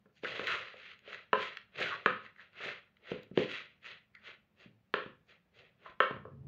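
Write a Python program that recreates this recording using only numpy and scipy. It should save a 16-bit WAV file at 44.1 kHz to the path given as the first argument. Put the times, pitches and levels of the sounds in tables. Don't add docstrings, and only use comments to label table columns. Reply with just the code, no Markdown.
import sys
import numpy as np
from scipy import signal
from scipy.fft import rfft, irfft, next_fast_len
from scipy.io import wavfile
from scipy.ndimage import uniform_filter1d, map_coordinates

SR = 44100
rng = np.random.default_rng(int(sys.argv[2]) if len(sys.argv) > 2 else 0)


def log_audio(samples):
    frames = np.atleast_2d(samples).T
    limited = np.clip(frames, -1, 1)
    pcm = np.round(limited * 32767).astype(np.int16)
    wavfile.write(sys.argv[1], SR, pcm)


N = 285617
SWING_DB = 36.5

# (frequency [Hz], relative level [dB per Hz])
BLADE_CLICK_SPECTRUM = [(100, -26), (400, -8.5), (800, -23.5), (1300, 5.5), (2000, 8), (3200, 0.5),
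                        (4300, -5.5), (5300, -24.5), (6800, -23), (8500, -49.5), (15000, -34.5)]
# (frequency [Hz], relative level [dB per Hz])
WALL_RUB_SPECTRUM = [(500, -24), (820, -13.5), (1020, -4.5), (1300, -1), (1800, 2.5), (2300, -5),
                     (3500, -31), (7000, -67.5)]


def amp(db):
    return 10 ** (np.asarray(db) / 20)


def unit(x):
    return x / np.sqrt(np.mean(x ** 2) + 1e-20)


def along(points, hz):
    point_hz, values = np.transpose(points)
    return np.interp(np.log(hz + 1), np.log(point_hz), values)


def wobble(rate):
    knots = rng.standard_normal(int(N * rate / SR) + 4)
    return map_coordinates(knots, [np.arange(N) * rate / SR])


def filtered(x, response):
    size = next_fast_len(N + SR // 2)
    hz = np.fft.rfftfreq(size, 1 / SR)
    return irfft(rfft(x, size) * response(hz), size)[:N]


def coloured(x, spectrum):
    return unit(filtered(x, lambda hz: amp(along(spectrum, hz))))


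def impulse(spectrum, size=2048):
    hz = np.fft.rfftfreq(size, 1 / SR)
    cepstrum = irfft(np.log(amp(along(spectrum, hz))))
    half = size // 2
    causal = 2 * cepstrum[:half] * (np.arange(half) > 0)
    click = irfft(np.exp(rfft(causal, size)))
    return click / np.linalg.norm(click)


def add(track, s, sound):
    part = track[max(0, round(s * SR)):][:len(sound)]
    part += sound[:len(part)]


def grains(rate, spread_db):
    happens = rng.random(N) < rate / SR
    sizes = amp(spread_db * np.clip(rng.standard_normal(N), -2, 2))
    return unit(happens * sizes * np.sign(rng.standard_normal(N)))


def rasp(spectrum, t60):
    t = np.arange(SR // 6) / SR
    noise = rng.standard_normal(len(t)) * amp(-60 * t / t60)
    burst = signal.fftconvolve(noise, impulse(spectrum))
    return burst / np.linalg.norm(burst)


def glide(x, hz, width_hz):
    turn = np.exp(2j * np.pi * np.cumsum(hz) / SR)
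    pole = np.exp(-np.pi * width_hz / SR)
    return unit((turn * signal.lfilter([1], [1, -pole], x / turn)).real)


def background():
    # (frequency [Hz], relative level [dB per Hz])
    air_spectrum = [(25, -13.5), (60, 2.5), (130, 0), (190, 1), (300, -11.5), (800, -11.5), (2500, -13.5),
                    (5000, -25), (9000, -34.5), (15500, -29)]
    murk_spectrum = [(40, -25), (95, 0.5), (150, -2.5), (280, -15.5), (600, -45.5)]
    hum_spectrum = [(120, -20), (190, 0), (230, 0), (400, -30)]

    air = amp(-73.5) * coloured(rng.standard_normal(N), air_spectrum)
    murk_level = amp(-82.5 + 4.6 * wobble(10))
    murk = murk_level * coloured(rng.standard_normal(N), murk_spectrum)
    hum = glide(rng.standard_normal(N), np.full(N, 207), width_hz=14)
    hum_level = amp(-84) * amp(4 * wobble(4))
    return air + murk + hum_level * coloured(hum, hum_spectrum)


def slide():
    # (time [s], level [dB])
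    slide_course = [(6.08, -83), (6.14, -53.5), (6.27, -60), (6.34, -54), (6.39, -55), (6.45, -48.5),
                    (6.48, -51)]
    # (frequency [Hz], relative level [dB])
    groan_modes = [(81, -13), (136, -2.5), (226, -15), (428, -20.5)]
    rumble_spectrum = [(40, -29.5), (90, -1.5), (250, -12), (450, -28), (1200, -44), (4000, -70.0)]

    t = np.arange(N) / SR
    drone = np.zeros(N)
    for hz, db in groan_modes:
        level = amp(db + 3.3 * wobble(25))
        drone += level * np.sin(2 * np.pi * hz * t + .5 * wobble(24))
    slips = grains(rate=1000, spread_db=3)
    rumble = amp(-1.5) * coloured(slips, rumble_spectrum)
    seconds, level_db = np.transpose(slide_course)
    level = amp(np.interp(t, seconds, level_db)) * (t > seconds[0])
    return level * (unit(drone) + rumble)


def answer(wet_db, modes_db, walls_db):
    # (frequency [Hz], time to fall 60 dB [s])
    room_decay = [(100, .38), (450, 0.29), (1400, 0.35), (3500, 0.34), (8000, 0.22)]
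    # (frequency [Hz], relative level [dB])
    standing_waves = [(111, 0.5), (145, -5.5), (210, -4), (267, -4.5), (377, -3.5), (422, -4), (506, 5),
                      (543, -1.5), (1027, -1), (1095, -6), (1268, -0.5), (1374, -12.5)]
    # (delay [s], signed relative gain [factor])
    near_surfaces = [(.0047, 0.08), (.0093, -0.058), (0.0154, 0.21), (0.0181, 0.076), (0.03, -.1),
                     (.0445, 0.23), (0.054, -0.046)]

    hz, frames, z = signal.stft(rng.standard_normal(SR * 3 // 4), SR, nperseg=256)
    decay = amp(-60 * frames / along(room_decay, hz)[:, None])
    tail = signal.istft(z * decay, SR, nperseg=256)[1]
    t = np.arange(len(tail)) / SR
    waves = np.zeros(len(t))
    for f, db in standing_waves:
        level = amp(db - 60 * t / along(room_decay, f))
        waves += level * np.sin(2 * np.pi * (f * t + rng.random()))
    build = 1 - np.exp(-t / 0.012)
    diffuse = amp(wet_db) * tail / np.linalg.norm(tail)
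    lingering = amp(modes_db) * waves / np.linalg.norm(waves)
    room = build * (diffuse + lingering)
    for delay, gain in near_surfaces:
        add(room, delay, amp([walls_db]) * gain)
    return room


def kitchen(x, wet_db, modes_db, walls_db):
    heard, block = x.copy(), SR // 2
    for start in range(0, N, block):
        room = answer(wet_db, modes_db, walls_db)
        add(heard, start / SR, signal.fftconvolve(x[start:start + block], room))
    return heard


def cavity(x, delay, gain):
    return filtered(x, lambda hz: 1 / (1 - gain * np.exp(-2j * np.pi * hz * delay)))


def knocks():
    # (time [s], thump drive [dB], thump centre [Hz], clack drive [dB], clack centre [Hz],
    #  blade drive [dB], ring length [factor])
    blows = [(.057, -62, 288, -66, 1390, -84, 2.1), (.235, -40.5, 379, -53, 1670, -52.5, 0.67),
             (.394, -40, 368, -39, 1250, -43, 0.79), (0.74, -54, 600, -70, 1100, -64, 0.88),
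             (1.076, -53, 474, -66.5, 1400, -57, 2.3), (1.3304, -30, 401, -20.5, 1134, -35, 2.13),
             (1.808, -42.5, 373, -50.5, 1732, -60.5, 0.87), (2.0598, -29.5, 354, -20, 1436, -33.5, 1.25),
             (2.603, -53.5, 480, -78, 1620, -67, 1.8), (2.659, -46.5, 360, -52, 1796, -59, 0.95),
             (3.1164, -32, 332, -47.5, 1360, -48, .85), (3.313, -45, 246, -68, 1500, -75, 1.3),
             (3.3748, -20.5, 353, -39.5, 1225, -34, 0.62), (4.66, -55, 200, -75.5, 1793, -81, 1.2),
             (4.9396, -34, 408, -26, 1380, -35, 1.12), (5.061, -45.5, 276, -52, 1080, -63, 0.67),
             (5.861, -74, 311, -46.5, 1050, -74, 1.3), (6.003, -30, 507, -19.5, 1343, -32.5, 1.9),
             (6.109, -38.5, 296, -39, 930, -57, 0.87), (6.163, -47.5, 280, -48.5, 1360, -70, 1.1),
             (6.252, -49.5, 433, -47, 940, -73, 1.5), (6.281, -55, 357, -70.5, 1100, -85, 0.81)]
    # (frequency [Hz], relative level [dB], time to fall 60 dB [s])
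    bowl_modes = [(107, 4, 0.29), (199, 12, 0.03), (422.3, 9.5, 0.036), (549, 10.5, 0.038),
                  (627, 11.5, .02), (1053, 8, 0.018), (1337, 5, 0.024), (1481, 4.5, 0.019),
                  (1754, 10, 0.015), (2310, 6.5, 0.019), (2705, 11, 0.011), (3100, 15, 0.0053),
                  (3840, 7.5, 0.0027), (6445, -29, 0.015)]
    # (frequency [Hz], relative level [dB per Hz])
    settling_spectrum = [(500, -40), (1050, -10), (1800, 1), (2900, 1.5), (4200, -10), (5200, -26),
                         (6700, -29.5), (8000, -49.5), (16000, -75.5)]
    thump_fall_db, clack_fall_db, blade_fall_db = 13, 17.5, 10.5
    fall_curve = 1.52
    blade_hz = 3040

    track, t = np.zeros(N), np.arange(SR // 6) / SR
    hz, mode_db, t60 = np.transpose(bowl_modes)
    sign = (-1) ** np.arange(len(hz))
    onset = 1 - np.exp(-(t / 0.00032) ** 2)

    def near(centre_hz, fall_db):
        octaves = np.abs(np.log2(hz / centre_hz))
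        return amp(-fall_db * octaves ** fall_curve)

    for s, thump_db, thump_hz, clack_db, clack_hz, blade_db, length in blows:
        thump = amp(thump_db) * near(thump_hz, thump_fall_db)
        clack = amp(clack_db) * near(clack_hz, clack_fall_db)
        blade = amp(blade_db) * near(blade_hz, blade_fall_db)
        drive = np.max([thump, clack, blade], axis=0)
        gain = sign * amp(mode_db) * drive / np.sqrt(length)
        loaded_hz = hz * (1 + 0.022 * rng.standard_normal(len(hz)))
        decay = amp(-60 * t / (length * t60[:, None]))
        ring = gain @ (np.sin(2 * np.pi * loaded_hz[:, None] * t) * decay)
        add(track, s, ring * onset)
        contact = rasp(BLADE_CLICK_SPECTRUM, t60=0.0072)
        add(track, s, amp(blade_db + 18) * contact)
        crumbs = rasp(settling_spectrum, t60=0.45)
        add(track, s, amp(blade_db + 19.5) * crumbs)
    return track


def snaps():
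    # (time [s], level before a common boost [dB], tilt around 1 kHz, up to 8 kHz [dB per octave])
    slips = [(.247, -32, -4), (0.396, -45, -2), (0.4706, -27.5, 2), (0.517, -51, -1), (0.54, -34, -7),
             (.991, -55.5, 9), (1.13, -39, -3), (1.145, -39.5, 0.5), (1.571, -35, 2.5), (1.805, -35, 4.5),
             (2.061, -49, 12), (2.263, -45, -4.5), (2.362, -53, -5), (2.531, -58.5, 3), (2.969, -57.5, 2.5),
             (3.232, -56, 16), (3.844, -48.5, -3), (4.151, -47, 1.5), (5.896, -51.5, -13)]

    track = np.zeros(N)
    for s, db, tilt_db in slips:
        spectrum = []
        for hz, level in BLADE_CLICK_SPECTRUM:
            octaves = np.log2(min(hz, 8000) / 1000)
            spectrum.append((hz, level + tilt_db * octaves))
        add(track, s, amp(db + 19.0) * rasp(spectrum, t60=0.013))
    return track


def skids():
    # (time [s], length of the pitch fall, twice the level's rise and hold [s], level [dB],
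    #         starting pitch [Hz])
    wall_skids = [(.243, 0.023, -39.5, 1700), (.475, .16, -39, 1600), (1.803, .035, -37.5, 1900),
                  (1.85, 0.026, -40.5, 1650), (1.905, 0.072, -37.5, 1330), (2.38, .05, -56, 1850),
                  (4.14, 0.065, -58, 2104), (5.85, 0.043, -49.5, 1150)]
    sag_oct_per_s, width_hz = 6.1, 260
    attack_s, release_s = 0.0098, .06

    t = np.arange(N) / SR
    level, hz = np.zeros(N), np.full(N, float(wall_skids[0][3]))
    for s, length, db, start_hz in wall_skids:
        age = np.maximum(t - s, 0)
        rise = np.minimum(age / attack_s, 1)
        fall_db = SWING_DB * np.clip((age - length / 2) / release_s, 0, 10)
        level += rise * amp(db - fall_db)
        sinking_hz = start_hz * 2 ** (-sag_oct_per_s * np.minimum(age, length))
        hz = np.where(t > s, sinking_hz, hz)
    grit = coloured(grains(rate=2200, spread_db=0.5), WALL_RUB_SPECTRUM)
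    return level * glide(grit, hz, width_hz=width_hz)


def stirring():
    # (time of full push [s], attack [s], hold [s],
    # release [s], push [dB], rub on the wall re push [dB], drag of the heap re push [dB])
    strokes = [(.17, .03, .01, .07, -71, -12, -15), (.24, .022, .21, .1, -49, 0, -2),
               (.48, .06, .045, .35, -42, 3, -8), (.8, .15, .13, .08, -58, -1, -14),
               (1.135, .16, .005, .19, -53, 3, -4), (1.42, .11, .01, .25, -45, 2, -9),
               (1.812, .09, .01, .33, -41, 1, -2), (2.25, .1, .005, .15, -63, 6, -3),
               (2.41, .09, .02, .15, -64, 5, -7), (2.65, .15, .025, .21, -46, 3, -5),
               (3.11, .14, .005, .2, -53, 2, -2), (3.39, .06, .05, .12, -48, -8, 0),
               (3.51, .09, .035, .24, -46, -4, -10), (3.87, .075, .035, .16, -52, -2, -11),
               (4.275, .11, .025, .13, -56, 1, -7), (4.625, .11, .02, .12, -64, -4, -4),
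               (5.87, .14, .03, .09, -64, 5, 2), (5.295, .04, .025, .15, -67, -1, -4),
               (5.595, .11, .01, .22, -63, -4, -1)]
    # (frequency [Hz], relative level [dB per Hz])
    crunch_spectrum = [(500, -50.5), (820, -25), (1050, -10.5), (1800, 0), (2400, 2.5), (3100, -1),
                       (4200, -9.5), (5200, -24), (6700, -27), (7800, -49), (10000, -60), (16000, -73.5)]
    drag_spectrum = [(30, -37.5), (70, -12.5), (110, -2), (200, -7), (280, -13.5), (370, 2), (540, 2.5),
                     (750, -8), (1100, -16.5), (3000, -58.5)]
    fizz_spectrum = [(4000, -28.5), (7000, 3), (9000, -4), (12500, -9), (15500, -6)]
    entry_spectrum = [(2500, -30), (4500, -1), (5500, -9.5), (6700, -4), (8000, -22.5), (12000, -38.5)]
    attack_curve, release_curve = 1.31, 1.112
    entry_db, entry_lead, entry_width_s = -84.5, .1, .034

    t = np.arange(N) / SR
    push, rub_push, drag_push, entry = np.zeros((4, N))
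    for s, attack, hold, release, db, rub_db, drag_db in strokes:
        before = (np.maximum(s - t, 0) / attack) ** attack_curve
        after = (np.maximum(t - s - hold, 0) / release) ** release_curve
        stroke = amp(db - SWING_DB * np.minimum(before + after, 10))
        push = np.maximum(push, stroke)
        rub_push = np.maximum(rub_push, stroke * amp(rub_db))
        drag_push = np.maximum(drag_push, stroke * amp(drag_db))
        slice_level = amp(entry_db - max(rub_db, -3))
        entry += slice_level * np.exp(-((t - s + entry_lead * attack) / entry_width_s) ** 2)
    clumps = amp(1.4 * wobble(70))
    crumbs = grains(rate=2000, spread_db=2.5)
    crunch = amp(3.0) * push * clumps * coloured(crumbs, crunch_spectrum)
    wall_grit = grains(rate=710, spread_db=1.0)
    rub = amp(-3.5) * rub_push * clumps * coloured(wall_grit, WALL_RUB_SPECTRUM)
    heap = grains(rate=1100, spread_db=0.5)
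    drag = amp(-0.24) * drag_push * coloured(heap, drag_spectrum)
    fizz = amp(-24.5) * push ** 1.195 * coloured(crumbs, fizz_spectrum)
    hiss = entry * coloured(crumbs, entry_spectrum)
    return crunch + rub + drag + fizz + hiss


def scene():
    blows = kitchen(knocks(), wet_db=-3.5, modes_db=-18.5, walls_db=-9)
    scraping = cavity(stirring() + skids() + snaps(), delay=0.0015, gain=0.2)
    strokes = kitchen(scraping, wet_db=-9.0, modes_db=-38, walls_db=-4.5)
    return (blows + strokes + slide() + background())[None]


def suppress(x, depth_db):
    # (frequency [Hz], threshold [dB per STFT cell])
    closing_level = [(300, -125), (900, -90.5), (2000, -88), (5000, -95.5), (15000, -98)]

    hz, _, z = signal.stft(x, SR, nperseg=512)
    across_bands = uniform_filter1d(np.abs(z) ** 2, 3, axis=0)
    power = np.abs(uniform_filter1d(across_bands, 5, axis=1))
    threshold = amp(along(closing_level, hz))[:, None] ** 2
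    closed = 1 / (1 + power / threshold)
    return signal.istft(z * amp(-depth_db * closed), SR, nperseg=512)[1][:N]


def record(dry):
    top_hz = 15750
    thin = filtered(dry[0], lambda hz: (1j * hz / (1j * hz + 55)) ** 2)
    return filtered(suppress(thin, depth_db=7.5), lambda hz: hz < top_hz)[None]


dry = scene()
out = record(dry)
log_audio(out)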